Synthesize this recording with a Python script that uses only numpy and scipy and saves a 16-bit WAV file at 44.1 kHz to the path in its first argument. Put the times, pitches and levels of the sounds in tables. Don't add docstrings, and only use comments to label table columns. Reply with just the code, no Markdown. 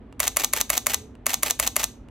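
import sys
import numpy as np
from scipy import signal
from scipy.fft import rfft, irfft
from scipy.io import wavfile
from scipy.ndimage import uniform_filter1d

SR = 44100
rng = np.random.default_rng(int(sys.argv[2]) if len(sys.argv) > 2 else 0)


def master_out(mix):
    frames = np.transpose(np.atleast_2d(mix))
    ceiling = np.clip(frames, -1, 1)
    pcm = np.round(ceiling * 32767).astype(np.int16)
    wavfile.write(sys.argv[1], SR, pcm)


N = 92610
BLOCK = 4096
PEAK_S = .005


def amp(db):
    return 10 ** (np.asarray(db) / 20)


def unit(x):
    return x / np.sqrt(np.mean(x ** 2) + 1e-20)


def read(points, hz):
    table_hz, value = np.transpose(points)
    return np.interp(np.log(hz + 1), np.log(table_hz + 1), value)


def bins(size):
    return np.fft.rfftfreq(size, 1 / SR)


def add(mix, s, sound):
    part = mix[..., max(round(s * SR), 0):][..., :sound.shape[-1]]
    part += sound[..., :part.shape[-1]]


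def stereo_noise(size, likeness):
    left, other = rfft(rng.standard_normal((2, size)))
    alike = read(likeness, bins(size))
    return irfft(np.array([left, alike * left + np.sqrt(1 - alike ** 2) * other]), size)


def causal(gain):
    log = np.log(np.maximum(gain, 1e-5))
    return np.exp(np.conj(signal.hilbert(np.r_[log, log[-2:0:-1]])))[:len(gain)]


def resonances(tone, bass_edge_hz=219):
    hz = bins(BLOCK)
    return causal(unit(amp(read(tone, hz)) * hz ** 2 / (hz ** 2 + bass_edge_hz ** 2)))


def blow(part, grain, rise_s, fall_s, chatter_db, chatter_s, side_db=-11):
    t, hz = np.arange(BLOCK) / SR - PEAK_S, bins(BLOCK)
    after = np.maximum(t, 0)
    decay = np.exp(-after / fall_s) + amp(chatter_db) * np.exp(-after / chatter_s)
    shape = np.exp(np.minimum(t, 0) / rise_s) * decay
    force = rfft(grain * shape)
    force = unit(abs(force)) * np.exp(1j * np.angle(force))
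    colour = np.sqrt(uniform_filter1d(abs(force) ** 2, size=21) + .037)
    force = force / causal(colour)
    side = rfft(rng.standard_normal(BLOCK) * shape) / np.linalg.norm(shape)
    side *= amp(side_db) * hz / (hz + 2000)
    lag_s = .002165 / (1 + (hz / 800) ** 2)
    lag = np.exp(-2j * np.pi * np.cumsum(lag_s) * SR / BLOCK)
    return irfft(np.array([force + side, force - side]) * part * lag)


def strike(mix, s, db, sound):
    add(mix, s - PEAK_S, amp(db) * sound)


# frequency in Hz, relative level in dB.
RUMBLE_TONE = [(15, -30), (30, -11), (42, 0.5), (55, 2), (75, -2.5), (100, -4), (130, -8.5), (185, -13.5),
               (245, -2), (320, -13), (450, -16), (620, -21.5), (1000, -27.5), (2000, -35.5), (3500, -44),
               (5000, -57), (10000, -65), (16000, -78)]
# frequency in Hz, left-right likeness from 0 to 1.
RUMBLE_LIKENESS = [(60, 1), (120, .995), (250, .95), (600, .7), (1500, 0.66), (8000, .3)]

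def rumble(level_db=-44.5):
    spectrum = rfft(stereo_noise(N, RUMBLE_LIKENESS)) * amp(read(RUMBLE_TONE, bins(N)))
    return amp(level_db) * unit(irfft(spectrum, N))


# time in seconds, level in dB.
TICKS = [(.1262, -23.5), (1.1528, -26.5), (2.0864, -27.5)]
# frequency in Hz, relative level in dB.
TICK_TONE = [(250, -3), (900, 4), (2000, -8.5), (2700, -3.5), (2850, 1.5), (3020, -11.5), (6000, -18.5),
             (8000, -14.5), (10000, -19), (15500, -31.5)]

def ticks():
    out, part = np.zeros((2, N)), resonances(TICK_TONE)
    for s, db in TICKS:
        grain = rng.standard_normal(BLOCK)
        strike(out, s, db, blow(part, grain, rise_s=.0004, fall_s=.001, chatter_db=-15.5, chatter_s=.004))
    return out


# first slam's time in seconds and level trim in dB,
# second slam's time in seconds and level trim in dB, gear level trim in dB.
FRAMES = [(0.2034, -1.6, .2790, -0.5, 0), (0.3704, .2, .4459, .5, 0), (0.5363, -0.8, .6125, 0, 0),
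          (0.7029, -.5, .7783, -0.5, 0), (.8691, 0, .9443, -0.5, -1), (1.2670, -1, 1.3422, -1, 0),
          (1.4335, -0.16, 1.5087, 0, 0), (1.5996, -1, 1.6756, -1, -0.5), (1.7660, -0.4, 1.8414, -1.1, -0.5)]
# frequency in Hz, relative level in dB.
LATCH_TONE = [(250, -18), (700, 2), (1400, -2), (2600, 0.5), (4800, -8), (6700, 0.5), (9300, -5),
              (12000, 0), (15500, -5.5)]
FIRST_CURTAIN_TONE = [(200, -25.5), (370, -7), (480, -9), (610, 2), (745, -9.5), (850, -12.5), (945, -8),
                      (1040, 0.5), (1170, 1), (1450, -9), (2030, -1), (2120, -1), (2220, 0.5), (2380, -8.5),
                      (2720, -4), (3200, -15.5), (3770, -9.5), (4100, -12), (4800, -5.5), (5200, -25.5),
                      (5750, -1.5), (6250, -15.5), (6710, 3.5), (7050, -2), (7250, -1), (7700, -9.5),
                      (8150, -0.5), (8700, -9.5), (9350, 2), (10600, -7.5), (11400, 4.5), (12200, -5.5),
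                      (13400, -5.5), (16000, -11.5)]
SECOND_CURTAIN_TONE = [(200, -22), (480, -16), (560, -20), (690, -8), (820, -12), (1000, -10), (1200, -12),
                       (1650, -20), (1950, -13.5), (2060, -14), (2200, -18.5), (2350, -27), (2480, -11.5),
                       (3050, -15), (3500, -10), (4000, -7), (4900, -16), (5900, -6.5), (6500, 1.5),
                       (7200, -13), (8150, -3.5), (9200, -19.5), (10700, -12), (11700, -8), (13200, -13),
                       (14400, -8), (16000, -23)]
TRAVEL_S = .0074

def curtains(alike=.94):
    out, latch = np.zeros((2, N)), resonances(LATCH_TONE)
    first, second = resonances(FIRST_CURTAIN_TONE), resonances(SECOND_CURTAIN_TONE)
    usual = rng.standard_normal((4, BLOCK))
    for first_s, first_db, second_s, second_db, _ in FRAMES:
        grains = np.sqrt(alike) * usual + np.sqrt(1 - alike) * rng.standard_normal(usual.shape)
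        trip = blow(latch, grains[0], rise_s=.0006, fall_s=.00077, chatter_db=-7.5, chatter_s=.005)
        strike(out, first_s - TRAVEL_S, first_db - 9.5, trip)
        slam = blow(first, grains[1], rise_s=.0011, fall_s=.00036, chatter_db=-15, chatter_s=.0013)
        strike(out, first_s, first_db + 11, slam)
        trip = blow(latch, grains[2], rise_s=.00045, fall_s=.00067, chatter_db=-.5, chatter_s=.0066)
        strike(out, second_s - TRAVEL_S, second_db + 1, trip)
        slam = blow(second, grains[3], rise_s=.0006, fall_s=.0017, chatter_db=-17.5, chatter_s=.003)
        strike(out, second_s, second_db + 9, slam)
    return out


# frequency in Hz, left-right likeness from 0 to 1.
DIFFUSE_LIKENESS = [(200, 1), (900, 1), (2000, 0.73), (3100, .3), (4000, 0.28), (5000, .3), (6300, 1),
                    (9000, .5), (15000, .35)]

def swish(first_db=-33, second_db=-28):
    out, part = np.zeros((2, N)), resonances(LATCH_TONE)
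    in_flight = np.clip((TRAVEL_S * SR - np.arange(BLOCK)) / 20, 0, 1)
    for first_s, _, second_s, _, _ in FRAMES:
        for slam_s, db in ((first_s, first_db), (second_s, second_db)):
            scrape = stereo_noise(BLOCK, DIFFUSE_LIKENESS) * in_flight
            add(out, slam_s - TRAVEL_S, amp(db) * irfft(rfft(scrape) * part))
    return out


# frequency in Hz, relative level in dB.
GEAR_TONE = [(150, -40.5), (250, -8), (528, -5), (788, 0), (1020, -8.5), (1180, -4), (1470, -7),
             (2200, -3.5), (2710, -3), (3010, -5), (4260, -8), (5160, -9.5), (6590, -3.5), (7060, -8.5),
             (7980, -4.5), (8700, -13.5), (11700, -7.5), (14700, -8.5), (16000, -19)]
# seconds after the first slam, level in dB.
GEAR_EFFORT = [(.004, -31), (.012, -38), (.025, -33), (.031, -29.5), (.040, -28.5), (.044, -35.5),
               (.050, -27), (.060, -39.5), (.069, -28.5), (.078, -43)]
# seconds after the first slam, level in dB.
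CAM_KNOCKS = [(.0195, -13.5), (.0280, -3), (.0300, -6), (.0352, -4), (.0388, -7), (.0475, -13.5),
              (.0645, -5.5)]

def gears(teeth_per_s=3500, spread_db=1, jitter_s=.0006):
    out, part, t = np.zeros((2, N)), resonances(GEAR_TONE), np.arange(BLOCK) / SR
    effort = amp(np.interp(t, *np.transpose(GEAR_EFFORT), right=-100))
    for s, _, _, _, db in FRAMES:
        strength = amp(spread_db * np.minimum(rng.exponential(1, (2, BLOCK)), 3))
        sign = rng.choice([-1, 1], (2, BLOCK))
        contact = rng.random((2, BLOCK)) < teeth_per_s / SR
        mid, side = strength * sign * contact
        teeth = (unit(mid) + .26 * unit(side) * np.array([[1], [-1]])) * effort
        add(out, s, amp(db) * irfft(rfft(teeth) * part))
        for delay_s, knock_db in CAM_KNOCKS:
            later, louder = rng.standard_normal(2)
            grain = rng.standard_normal(BLOCK)
            knock = blow(part, grain, rise_s=.00043, fall_s=.00088, chatter_db=-4, chatter_s=.0033)
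            strike(out, s + delay_s + jitter_s * later, db + knock_db + spread_db * louder, knock)
    return out


def thuds(level_db=-46, hz=55, swell_s=.02, delay_s=.012):
    out, t = np.zeros((2, N)), np.arange(SR // 3) / SR
    swell = t / swell_s * np.exp(1 - t / swell_s)
    for s, *_ in FRAMES:
        add(out, s + delay_s, amp(level_db) * swell * np.sin(2 * np.pi * (hz * t + rng.random())))
    return out


# start in seconds, length in seconds, pitch in Hz, level in dB.
HUMS = [(.92, .22, 436, -53), (.9, .19, 216, -54), (1.32, .17, 224, -55), (1.9, .26, 262, -55)]

def hums():
    out = np.zeros((2, N))
    for s, length_s, hz, db in HUMS:
        t = np.arange(0, length_s, 1 / SR)
        waver = unit(uniform_filter1d(rng.standard_normal(N), size=900))[:len(t)]
        phase = 2 * np.pi * np.cumsum(hz * (1 + .015 * waver)) / SR
        swell = np.sin(np.pi * t / length_s)
        add(out, s, amp(db) * np.sqrt(2) * swell * np.sin(phase))
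    return out


# frequency in Hz, relative level in dB, seconds to fall 60 dB.
SPRING_MODES = [(3515, -65, .24), (6370, -64, 0.13), (6480, -52, .2), (6800, -58, 0.14), (7740, -60.5, .17),
                (8168, -63, 0.16), (8527, -59.5, .2), (11600, -62, .17)]

def springs(blows, gain_db=-13.5):
    t = np.arange(SR // 2) / SR
    ring = sum(amp(db - 60 * t / t60) * np.sin(2 * np.pi * hz * t) for hz, db, t60 in SPRING_MODES)
    return amp(gain_db) * signal.fftconvolve(blows, ring[None], axes=1)[:, :N]


def echo(camera, delay_s=.01, gain_db=-16, cutoff_hz=2000):
    hz = bins(N)
    delayed = rfft(camera) * np.exp(-2j * np.pi * hz * delay_s)
    return amp(gain_db) * irfft(delayed / (1 + 1j * hz / cutoff_hz), N)


# frequency in Hz, seconds to fall 60 dB.
ROOM_T60 = [(300, 0.1), (800, .23), (2000, .27), (5500, .29), (10000, .25), (15000, .21)]
# frequency in Hz, level in dB.
ROOM_TONE = [(200, -11), (700, -11), (1500, -15.5), (3500, -12), (6500, -14), (10000, -15.5),
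             (15000, -19.5)]

def room(camera, early_db=-29.5, early_t60=.05, onset_s=.004):
    hz, t, noise = signal.stft(stereo_noise(SR // 2, DIFFUSE_LIKENESS), SR, nperseg=256)
    t60 = read(ROOM_T60, hz)[:, None]
    late = amp(read(ROOM_TONE, hz)[:, None] - 60 * t / t60) / np.sqrt(t60)
    early = amp(early_db - 60 * t / early_t60) / np.sqrt(early_t60)
    tail = signal.istft(noise * np.hypot(late, early), SR, nperseg=256)[1]
    tail *= np.sqrt(2 * np.log(1000) / SR)
    fade_in = np.minimum(np.arange(tail.shape[1]) / SR / onset_s, 1) ** 2
    return signal.fftconvolve(camera.mean(0)[None], tail * fade_in, axes=1)[:, :N]


def scene():
    blows = curtains() + swish() + gears() + ticks()
    camera = blows + springs(blows)
    return camera + echo(camera) + room(camera) + thuds() + rumble() + hums()


# frequency in Hz, left minus right in dB.
MIC_BALANCE = [(70, -0.24), (200, -1.1), (350, -3), (750, -3.5), (1100, 0), (2700, -0.5), (6500, 1),
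               (14000, -0.3)]
# frequency in Hz, the left side's lead in radians.
MIC_PHASE = [(100, 0), (600, 0), (2500, .1), (4900, .2), (5500, -1.1), (8000, -1.3), (15000, -1.6)]

def record(dry, ceiling=.96, cutoff_hz=16100):
    hz = bins(N)
    left = amp(read(MIC_BALANCE, hz) / 2) * np.exp(.5j * read(MIC_PHASE, hz))
    heard = irfft(rfft(dry) * np.array([left, 1 / left]), N)
    rounded = heard / (1 + (heard / ceiling) ** 6) ** (1 / 6)
    lowpass = signal.firwin(255, cutoff_hz, window=("kaiser", 9), fs=SR)
    return signal.oaconvolve(rounded, lowpass[None], "same")


dry = scene()
out = record(dry)
master_out(out)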